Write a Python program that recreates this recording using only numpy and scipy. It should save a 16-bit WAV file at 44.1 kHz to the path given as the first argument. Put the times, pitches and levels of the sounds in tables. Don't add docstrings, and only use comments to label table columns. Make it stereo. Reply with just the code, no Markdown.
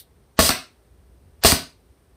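import sys
import numpy as np
from scipy import signal
from scipy.fft import rfft, irfft
from scipy.io import wavfile
from scipy.ndimage import uniform_filter1d

SR = 44100
rng = np.random.default_rng(int(sys.argv[2]) if len(sys.argv) > 2 else 0)


def materialize(psi):
    bounded = np.clip(np.atleast_2d(psi).T, -1, 1)
    quanta = np.round(bounded * 32767).astype(np.int16)
    wavfile.write(sys.argv[1], SR, quanta)


def gain_from_decibels(decibels):
    exponent = np.asarray(decibels, float) / 20
    return 10 ** exponent


N = 95476

# hiss start in seconds, pop in seconds, end stop in seconds,
# pop level in dB, hiss level in dB.
STROKES = [
    (0.389, 0.3906, .4905, -4, -17.5),
    (1.436, 1.448, 1.5162, -4.5, -13),
]
# frequency in Hz, level in dB, T60 in seconds.
HOSE = [(237.66, -6.5, 0.045), (330, -13, 0.019), (476, -4.5, 0.022), (662, -2.5, 0.044),
        (875, -12.5, 0.026), (1120, -3.5, 0.018), (1347, -7.5, 0.0084), (1773, -5, 0.013),
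        (2600, -6.5, 0.014), (4253, -8.5, 0.06), (8910, -11.5, .015)]


def shape(x, table):
    hz, db = np.array(table, float).T
    f = np.fft.rfftfreq(x.shape[-1], 1 / SR)
    gain_db = np.interp(np.log(f + 1), np.log(hz), db, left=db[0] - 15)
    y = irfft(rfft(x) * gain_from_decibels(gain_db), x.shape[-1])
    return y / y.std()


def band(x, hz, width):
    return signal.lfilter(*signal.iirpeak(hz, hz / width, fs=SR), x)


def low(x, hz, order=1):
    return signal.sosfiltfilt(signal.butter(order, hz, fs=SR, output="sos"), x)


def walk(rate):
    size = int(SR / rate)
    w = uniform_filter1d(rng.standard_normal(N), size, mode="wrap")
    w = uniform_filter1d(w, size, mode="wrap")
    return (w - w.mean()) / w.std()


def pair(n, alike_hz):
    mid, side = rng.standard_normal((2, n))
    side = side - low(side, alike_hz)
    return np.array([mid + side, mid - side])


def strike(at, modes, crack_db, crack_s, rise_s=0):
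    # frequency in Hz, level in dB per Hz.
    crack_colour = [(400, -7.5), (1100, 1.5), (2500, -4.5), (5000, -10.5), (15000, -8.5)]
    t = np.arange(N) / SR - at
    u = np.maximum(t, 0)
    ring = 0
    for hz, db, t60 in modes:
        t60 = np.clip(t60, 0.003, 36 / hz + 0.0065)
        ring = ring + gain_from_decibels(db) * np.sin(2 * np.pi * hz * u) * np.exp(-np.log(1000) * u / t60)
    crack = gain_from_decibels(crack_db) * shape(rng.standard_normal(N), crack_colour) * np.exp(-u / crack_s)
    return (t >= 0) * (ring + crack) * np.minimum(u / (rise_s + 1e-4), 1)


def earlier():
    # frequency in Hz, level in dB per Hz.
    old_hiss = [(1500, -14), (2600, -11.5), (3700, -1), (6000, -9), (9400, -3), (13300, -2), (15500, -5)]
    t = np.arange(N) / SR
    ring_hz = 3830
    ring = band(band(pair(N, 500), ring_hz, 1500), ring_hz, 1500)
    hiss_part = shape(pair(N, 500), old_hiss) * gain_from_decibels(-36.5 - 60 * t / 0.1)
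    return hiss_part + ring / ring.std() * gain_from_decibels(-51.5 - 60 * t / 0.19)


def hum():
    # frequency in Hz, level in dB per Hz.
    hum_colour = [(30, -22.5), (62, 1.5), (150, -13.5), (580, -22), (2500, -35.5), (6000, -39), (8500, -37),
                  (15500, -42.5)]
    bed = shape(pair(N, 900), hum_colour)
    bass = low(bed, 220, order=2)
    bed = bed - bass + bass * gain_from_decibels(3 * walk(12))
    mains = band(rng.standard_normal(N), 58, 12)
    duct = band(rng.standard_normal(N), 394, 70)
    return gain_from_decibels(-57) * bed + gain_from_decibels(-62) * mains / mains.std() + gain_from_decibels(-68.5) * duct / duct.std()


def onset_swell():
    # frequency in Hz, level in dB per Hz.
    swell_colour = [(300, -1), (2000, 0), (5000, -2), (8500, -8)]
    lead_s, growth_s = 0.022, 0.006
    t = np.arange(N) / SR
    noise = low(shape(pair(N, 800), swell_colour), 8500, order=8)
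    swell = 0
    for start, *_ in STROKES:
        rise = np.exp((t - start).clip(max=0) / growth_s)
        swell = swell + rise * (t > start - lead_s) * (t < start)
    return gain_from_decibels(-25.5) * noise * swell


def hiss():
    # frequency in Hz, level in dB per Hz.
    jet_colour = [(200, -12), (900, -11), (2500, -11), (4700, -12.5), (6200, -8), (9000, -10.5),
                  (12000, -12.5), (15500, -9.5)]
    # frequency in Hz, width in Hz, level in dB.
    nozzle = [(592.6, 90, -7.5), (3337, 130, -19), (4460, 1200, -8), (4800, 170, -6.5), (7500, 2700, -8.5)]
    attack_s, release_s = 0.0029, 0.006
    t = np.arange(N) / SR
    white = rng.standard_normal(N)
    jet = shape(white, jet_colour)
    for hz, width, db in nozzle:
        jet = jet + gain_from_decibels(db) * 3 * band(white, hz, width)
    flow = 0
    for start, pop, stop, _, db in STROKES:
        level_db = np.interp(t, [pop - 0.012, pop - 0.001, pop, stop], [0, -11.5, 0, -6])
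        gate = np.clip((t - start) / attack_s, 0, 1) * np.exp(-np.maximum(t - stop, 0) / release_s)
        flow = flow + gain_from_decibels(db + level_db) * gate
    return jet * flow * gain_from_decibels(1.2 * walk(150))


def pops():
    # frequency in Hz, level in dB, T60 in seconds.
    boom_modes = [(63.7, -10.5, 0.17), (83.3, -7, 0.15), (255, -11.5, 0.2)]
    t = np.arange(N) / SR
    total = 0
    for _, pop, _, db, _ in STROKES:
        boom = strike(pop, boom_modes, -67, 0.77, rise_s=0.021) * (t < pop + 0.5)
        total = total + gain_from_decibels(db) * (strike(pop, HOSE, -5.5, 0.0062) + boom)
    return total


def clacks():
    # time in seconds, level in dB, part, whose whole number is an index into parts.
    bounces = [(0.3941, -9.5, 4), (0.4014, -10.5, 4), (.4908, -7, 1), (0.4926, -5, 1.5), (0.4931, -10, 1),
               (0.4957, -14.5, 3.5), (.505, -13.5, 0.5), (1.4364, -13, 2.5), (1.4505, -4.5, 4),
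               (1.4553, -9.5, 4), (1.5203, -3.5, 1), (1.5252, -9, 3.5)]
    # frequency in Hz, level in dB, T60 in seconds.
    cap_stop = [(735.3, -2.5, 0.034), (1367, 1.5, .016), (1970, -5, 0.013), (2710, -4.5, 0.0037),
                (3591, -0.5, .016), (4260, -5.5, .008), (8480, -2.5, 0.012)]
    rod_stop = [(729.4, -11.5, 0.0054), (1200, -9, 0.0099), (2350, -9.5, .006), (3700, -13, .004),
                (4750, 3, .005), (8434, -5.5, 0.0044)]
    armature = [(1700, 1, 0.014), (4530, -3, .015), (7600, -8.5, .01), (14000, -1.5, .02)]
    thud = [(95, -8.5, .08), (166, -9.5, .06), (253, -2, 0.053), (406, -12, 0.016)]
    parts = (cap_stop, rod_stop, armature, thud, HOSE)
    return sum(gain_from_decibels(db) * strike(at, parts[int(part)], -6, 0.0027) for at, db, part in bounces)


def puffs():
    # time in seconds, level in dB.
    puff_times = [
        (.491, -10),
        (1.522, -13),
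    ]
    # frequency in Hz, level in dB per Hz.
    puff_colour = [(300, -3), (900, -0.5), (2800, 1), (6500, -3), (15000, -13.5)]
    t = np.arange(N) / SR
    flow = sum(gain_from_decibels(db) * (t > at) * np.exp(-(t - at).clip(0) / 0.011) for at, db in puff_times)
    return shape(rng.standard_normal(N), puff_colour) * flow


def room(x):
    # frequency in Hz, T60 in seconds.
    room_t60 = [(60, 0.094), (300, 0.37), (1500, 0.33), (4000, .38), (9000, 0.19), (15000, .2)]
    gap_s, fade_db, fade_s, tilt_db = 0.0048, -10, 0.26, 0.5
    t = np.arange(SR // 2) / SR
    noise = pair(len(t), 250)
    hz, t60 = np.array(room_t60).T
    echo = 0
    for f in 45 * 2 ** np.arange(0, 8.6, 0.5):
        decay = np.interp(np.log(f), np.log(hz), t60)
        gain = gain_from_decibels(tilt_db * np.log2(f / 1000) - 60 * t / decay) / np.sqrt(decay * SR / 14)
        echo = echo + band(noise, f, f / 3) * gain
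    echo = echo * np.clip(t / gap_s - 1, 0, 1) * gain_from_decibels(fade_db * (t / fade_s) ** np.e)
    return gain_from_decibels(-8.5) * signal.fftconvolve(x[None], echo, axes=1)[:, :N]


def scene():
    near = hiss() + pops() + clacks()
    wall_s, wall_hz = 0.0026, 201
    wall = np.interp(np.arange(N) - wall_s * SR, np.arange(N), near)
    wall = signal.lfilter(*signal.butter(1, wall_hz, "high", fs=SR), wall)
    wall = gain_from_decibels(-9) * wall * np.array([[1], [-1]])
    heard = near + wall + room(near + puffs())
    lean = gain_from_decibels(np.array([[0.5], [-0.5]]) * 7) - 1
    bass = signal.lfilter(*signal.butter(1, 250, fs=SR), heard)
    return heard + lean * bass + earlier() + hum()


def top_cut(x):
    return signal.sosfilt(signal.butter(12, 15720, fs=SR, output="sos"), x)


def record(dry):
    port_lag_s = 1 / 4550
    below = low(dry, 7000, order=4)
    treble = (dry - below)[0]
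    f = np.fft.rfftfreq(N, 1 / SR)
    late = irfft(rfft(treble) * np.exp(-2j * np.pi * f * port_lag_s), N)
    bass_cut = signal.butter(4, 43, "high", fs=SR, output="sos")
    below = signal.sosfilt(bass_cut, below + onset_swell())
    x = below + np.array([treble, late])
    x = signal.sosfilt(signal.ellip(8, 0.2, 60, 15750, fs=SR, output="sos"), x)
    knee = 6
    x = x / (1 + np.abs(x) ** knee) ** (1 / knee)
    return top_cut(x)


dry = scene()
out = record(dry)
materialize(out)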